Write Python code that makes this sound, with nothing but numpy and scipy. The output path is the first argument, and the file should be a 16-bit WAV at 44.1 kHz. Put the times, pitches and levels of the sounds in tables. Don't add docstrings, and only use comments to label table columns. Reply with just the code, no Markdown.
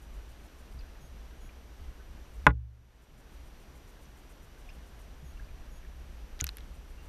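import sys
import numpy as np
from scipy import signal
from scipy.fft import rfft, irfft
from scipy.io import wavfile
from scipy.ndimage import uniform_filter1d, minimum_filter1d

SR = 44100
rng = np.random.default_rng(int(sys.argv[2]) if len(sys.argv) > 2 else 0)


def master_out(mix):
    frames = np.transpose(np.atleast_2d(mix))
    ceiling = np.clip(frames, -1, 1)
    pcm = np.round(ceiling * 32767).astype(np.int16)
    wavfile.write(sys.argv[1], SR, pcm)


N = 312228
TIME = np.arange(N) / SR

# t/s, level/dB
SWELL = [(0, -50.5), (2.4, -50), (3.6, -52.5), (4.5, -52.5), (5.4, -46), (6.2, -44.5), (7.08, -46.5)]
# crest t/s, level/dB
WAVE_CRESTS = [(.14, -41), (.78, -41.5), (1.17, -44.5), (1.41, -46), (1.83, -41.5), (2.12, -46),
               (2.41, -40.5), (3.4, -47.5), (4.69, -45.5), (5.39, -44)]
# f/Hz, relative level/dB
RUMBLE_SPECTRUM = [(8, -15), (18, -10), (32, 1), (43, -8), (53, 0.5), (69, -4), (82, -21), (130, -38)]
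SLOSH_SPECTRUM = [(60, -21.5), (95, 1.5), (125, 0.5), (152, -0.5), (200, -9), (300, -14), (600, -35)]
WASH_SPECTRUM = [(80, -5.5), (200, 3), (330, 1.5), (600, -2), (1100, -5.5), (1600, -8), (2100, -9.5),
                 (2800, -10.5), (4200, -15), (6200, -18), (8500, -24), (11800, -25), (13500, -31),
                 (15300, -35.5)]
FIZZ_SPECTRUM = [(4000, -25), (7300, -1.5), (8500, -7), (9200, 4.5), (10200, -12), (12000, -3.5),
                 (15200, -13)]
# f/Hz, rms level/dB, wander/Hz
WHINE_PARTIALS = [(2925, -85, 20), (5850, -78, 40), (8781, -83, 4), (11719, -77, 14), (14625, -84, 3)]
# start t/s, end t/s
FIZZ_SPELLS = [(.003, 0.77), (2.339, 2.55), (3.025, 5.1), (6.735, 7.07)]
# t/s, level/dB, f/Hz, t60/s
BUBBLES = [(.721, -52, 2650, .027), (.722, -55, 4750, .03), (.789, -47, 4720, .04), (.805, -52, 4240, .04),
           (.808, -50, 2570, .036), (.83, -54.5, 1530, .11), (1.305, -56, 1600, .14),
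           (1.491, -44.5, 2380, .021), (1.995, -51.5, 1510, .13), (4.054, -53, 5870, .012),
           (4.055, -50, 3300, .012), (4.565, -55, 1525, .1), (4.689, -40, 2470, 0.027),
           (4.692, -52, 5100, .046), (4.699, -44.5, 2720, .034), (5.222, -40, 148, .13),
           (5.372, -48, 2730, .027), (5.394, -42, 1610, 0.043), (5.446, -54, 4600, .017),
           (5.487, -50, 2410, .027), (5.829, -49.5, 2250, .02), (5.847, -49, 1770, 0.023),
           (5.866, -50, 2400, .015), (6.971, -54, 2760, .2)]
# t/s, fundamental f/Hz
CHIRPS = [(1.005, 3260), (1.405, 3330), (5.245, 3310), (5.712, 3310)]
# harmonic number, rms level/dB
CHIRP_HARMONICS = [(1, -78), (2, -71.5), (3, -74.5), (4, -78)]
# t/s, level/dB
BLOWS = [(2.467, 16), (2.4878, -17), (2.4928, -15), (2.5045, -19)]
# f/Hz, relative level/dB, t60/s
MOUNT_MODES = [(51, -23, .24), (64.5, -22.5, .53), (115, -30.5, .6), (126, -19, .11), (161, -21, 0.15),
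               (213, -35, .043), (289, -25, .13), (424, -35, .12), (469.8, -31, .12), (583, -22.5, .064),
               (680, -26.5, 0.048), (837, -17, .07), (1031, -9, .041), (1132, -20, .066), (1250, -22, .045),
               (1440, -8, .046), (1600, -15, .024), (1790, -14.5, .028), (1990, -12.5, .022),
               (2334, -24, .03), (2510, -21.5, .028), (2950, -22, .018), (3450, -21, .016)]
# f/Hz, relative level/dB, t60/s
CRACK_MODES = [(1470, 0, .0074), (2100, -12.5, .006), (3600, -17, .0044)]
# low f/Hz, high f/Hz, relative level/dB, t60/s
CLATTER_BANDS = [(168.9, 700, -25, .085), (750, 1250, -26, .06), (1250, 2100, -23.5, .036),
                 (2100, 2900, -28.5, .036), (2900, 3700, -32, .026), (3700, 6800, -32.5, .014),
                 (7000, 14000, -30.5, .006)]
# t/s, tick level/dB, tick f/Hz, tick t60/s, click level/dB
DROPS = [(6.3922, -45, 4000, .005, -44), (6.401, -29.5, 2030, .0068, -37), (6.4053, -34, 6300, .005, -28.5),
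         (6.4104, -15.5, 6500, 0.007, -29), (6.4421, -17.5, 11700, 0.0034, -28),
         (6.4678, -26, 6100, .0039, -31), (6.476, -43, 5500, .008, -41), (6.4905, -26.5, 4040, .0068, -31),
         (6.57, -28, 11500, 0.0018, -39.5), (6.5837, -51, 3800, .005, -40), (6.606, -48, 3700, .014, -50)]


def from_db(db):
    return 10 ** (np.asarray(db) / 20)


def rms_one(x):
    return x / np.sqrt(np.mean(x ** 2) + 1e-20)


def noise(spectrum):
    hz, level_db = np.transpose(spectrum)
    log_hz = np.log(np.maximum(np.fft.rfftfreq(N, 1 / SR), 1))
    shape = from_db(np.interp(log_hz, np.log(hz), level_db, left=-np.inf, right=-np.inf))
    return rms_one(irfft(rfft(rng.standard_normal(N)) * shape, N))


def drift(rate):
    steps = rng.standard_normal(N // 20)
    return np.interp(TIME * rate, np.arange(len(steps)), steps)


def ring(force, hz, t60):
    r, w = from_db(-60 / (t60 * SR)), 2 * np.pi * hz / SR
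    return signal.lfilter([0, np.sin(w)], [1, -2 * r * np.cos(w), r * r], force + 1e-18)


def band(x, low_hz, high_hz, order=2):
    edges_hz = [low_hz, min(high_hz, SR / 2 - 1)]
    return signal.sosfilt(signal.butter(order, edges_hz, "band", fs=SR, output="sos"), x)


def add(out, s, sound):
    i = round(s * SR)
    out[i:i + len(sound)] += sound[:N - i]


def burst(low_hz, high_hz, t60, order=2):
    fade = from_db(-60 * TIME[:SR // 8] / t60)
    x = band(rng.choice([-1, 1], len(fade)) * fade, low_hz, high_hz, order=order)
    return x * np.sqrt(np.sum(fade ** 2) / 2 / np.sum(x ** 2))


def sea(rise_s=.11, fall_s=.21, slosh_db=-63, wash_db=-58.5):
    power = from_db(np.interp(TIME, *np.transpose(SWELL))) ** 2
    for s, db in WAVE_CRESTS:
        heave = np.interp(TIME - s, [-rise_s, 0, fall_s], [0, 1, 0])
        power += (from_db(db) * heave) ** 2
    motion_db = 10 * np.log10(power / power.mean())
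    rumble = noise(RUMBLE_SPECTRUM)
    rumble /= np.sqrt(uniform_filter1d(rumble ** 2, size=SR // 8))
    slosh = from_db(slosh_db + .12 * motion_db + 3.5 * drift(27)) * noise(SLOSH_SPECTRUM)
    wash = from_db(wash_db + .08 * motion_db + .5 * drift(12)) * noise(WASH_SPECTRUM)
    return np.sqrt(power) * rumble + slosh + wash


def gurgle(centre_hz=1600, half_width_hz=170, level_db=-77, swing_db=4):
    resonance = band(rng.standard_normal(N), centre_hz - half_width_hz, centre_hz + half_width_hz)
    return from_db(level_db + swing_db * np.tanh(drift(24))) * rms_one(resonance)


def whine():
    out = np.zeros(N)
    for hz, db, wander_hz in WHINE_PARTIALS:
        phase = 2 * np.pi * np.cumsum(hz + wander_hz * drift(200)) / SR
        out += from_db(db) * np.sqrt(2) * np.sin(phase)
    return out


def fizz(every_s=.141, jitter_s=.008, length_s=.041, level_db=-71, vary_db=1.1, rasp_hz=140, rasp_db=3.5):
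    gate, window = np.zeros(N), signal.windows.tukey(int(length_s * SR), .3)
    for start, end in FIZZ_SPELLS:
        for s in np.arange(start, end, every_s):
            late_s, strength_db = rng.standard_normal(2) * [jitter_s, vary_db]
            add(gate, np.clip(s + late_s, 0, TIME[-1]), from_db(strength_db) * window)
    rasp = np.sin(2 * np.pi * rasp_hz * TIME)
    return from_db(level_db + rasp_db * rasp) * gate * noise(FIZZ_SPECTRUM)


def faint_bubbles(per_s=2.5, level_db=-60, low_hz=1480, high_hz=2900, t60_cycles=150):
    when, height = rng.random((100, 2))[:round(per_s * N / SR)].T
    pitches = low_hz * (high_hz / low_hz) ** (height ** 2)
    return [(s, level_db, hz, t60_cycles / hz) for s, hz in zip(when * TIME[-1], pitches)]


def plips(pitch_rise=.036, roughness=.27):
    out, t = np.zeros(N), TIME[:SR // 8]
    for s, db, hz, t60 in [*BUBBLES, *faint_bubbles()]:
        age = t / t60
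        pitch = hz * (1 + pitch_rise * np.minimum(age, 1))
        bubble = np.sin(2 * np.pi * np.cumsum(pitch) / SR) * from_db(-60 * age)
        froth = 2 * roughness * burst(hz / 1.14, hz * 1.13, t60)
        onset = 1 - np.exp(-age / .074)
        add(out, s, from_db(db) * (bubble + froth) * onset)
    return out


def chirps(length_s=.08, overshoot=.054, settle_s=.0068, quaver=.0059):
    out, t = np.zeros(N), TIME[:int(length_s * SR)]
    for s, hz in CHIRPS:
        pitch = hz * (1 + overshoot * np.exp(-t / settle_s) + quaver * drift(310)[:len(t)])
        phase = 2 * np.pi * np.cumsum(pitch) / SR
        tone = sum(from_db(db) * np.sqrt(2) * np.sin(round(k) * phase) for k, db in CHIRP_HARMONICS)
        add(out, s, tone * signal.windows.tukey(len(t), .1))
    return out


def knock(contact_hz=3400, rattle_s=.043, rattle_per_s=900, rattle_db=-9, buzz_db=-24):
    force, clatter = np.zeros(N), np.zeros(N)
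    for s, db in BLOWS:
        add(force, s, from_db([db]))
        for low_hz, high_hz, band_db, t60 in CLATTER_BANDS:
            add(clatter, s, from_db(db + band_db) * burst(low_hz, high_hz, t60, order=4))
    compliance = signal.butter(4, contact_hz, fs=SR, output="sos")
    force = signal.sosfilt(compliance, force + 1e-18)
    since = TIME - BLOWS[0][0]
    rattling = (since > 0) & (since < rattle_s)
    taps = rattling * (rng.random(N) < rattle_per_s / SR) * rng.choice([-1, 1], N)
    chatter = band(taps / np.sqrt(np.sum(taps ** 2) + 1), 200, 2800, order=4)
    body_drive = force + from_db(rattle_db) * chatter
    crack_drive = force + from_db(buzz_db) * chatter
    body = sum((-1) ** k * from_db(db) * ring(body_drive, hz, t60)
               for k, (hz, db, t60) in enumerate(MOUNT_MODES))
    crack = sum(from_db(db) * ring(crack_drive, hz, t60) for hz, db, t60 in CRACK_MODES)
    return body + crack + clatter


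def spray(band_ratio=1.12, sizzle_db=-5, case_db=-9):
    out = np.zeros(N)
    for s, tick_db, hz, t60, click_db in DROPS:
        tick = burst(hz / band_ratio, hz * band_ratio, t60)
        click = burst(1430, 5300, t60=.0072)
        sizzle = from_db(sizzle_db) * burst(10800, 12300, t60=.00092)
        case = from_db(case_db) * burst(1250, 3450, t60=.026)
        add(out, s, from_db(tick_db) * tick + from_db(click_db) * (click + sizzle + case))
    return out


def splash_thud(at_s=6.419, push_db=-29.5):
    thud, push = np.zeros(N), np.zeros(N)
    add(push, at_s, from_db([push_db]))
    add(thud, at_s, from_db(push_db - 9) * burst(140, 400, t60=.035))
    pole = ring(push, hz=67, t60=.3) - from_db(-9) * ring(push, hz=153, t60=.14)
    lid = from_db(-16) * ring(push, hz=1480, t60=.063)
    return thud + pole + lid


def scene():
    background = sea() + gurgle() + whine() + fizz()
    return (background + plips() + chirps() + knock() + spray() + splash_thud())[None]


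def record(dry, threshold_db=-7.3, hold_s=.11, release_db_per_s=19, ahead_s=.003, cutoff_hz=15500):
    power = uniform_filter1d(dry[0] ** 2, size=SR // 300)
    over_db = np.maximum(10 * np.log10(np.maximum(power, 1e-12)) - threshold_db, 0)
    hold = 2 * int(hold_s * SR / 2) + 1
    held_db = -minimum_filter1d(-over_db, hold, origin=hold // 2)
    release_db = release_db_per_s * TIME
    duck_db = np.maximum.accumulate(held_db + release_db) - release_db
    gain = from_db(-np.interp(TIME + ahead_s, TIME, duck_db))
    low_pass = signal.ellip(10, .1, 80, cutoff_hz, fs=SR, output="sos")
    return signal.sosfilt(low_pass, np.clip(dry * gain, -1, 1))


dry = scene()
out = record(dry)
master_out(out)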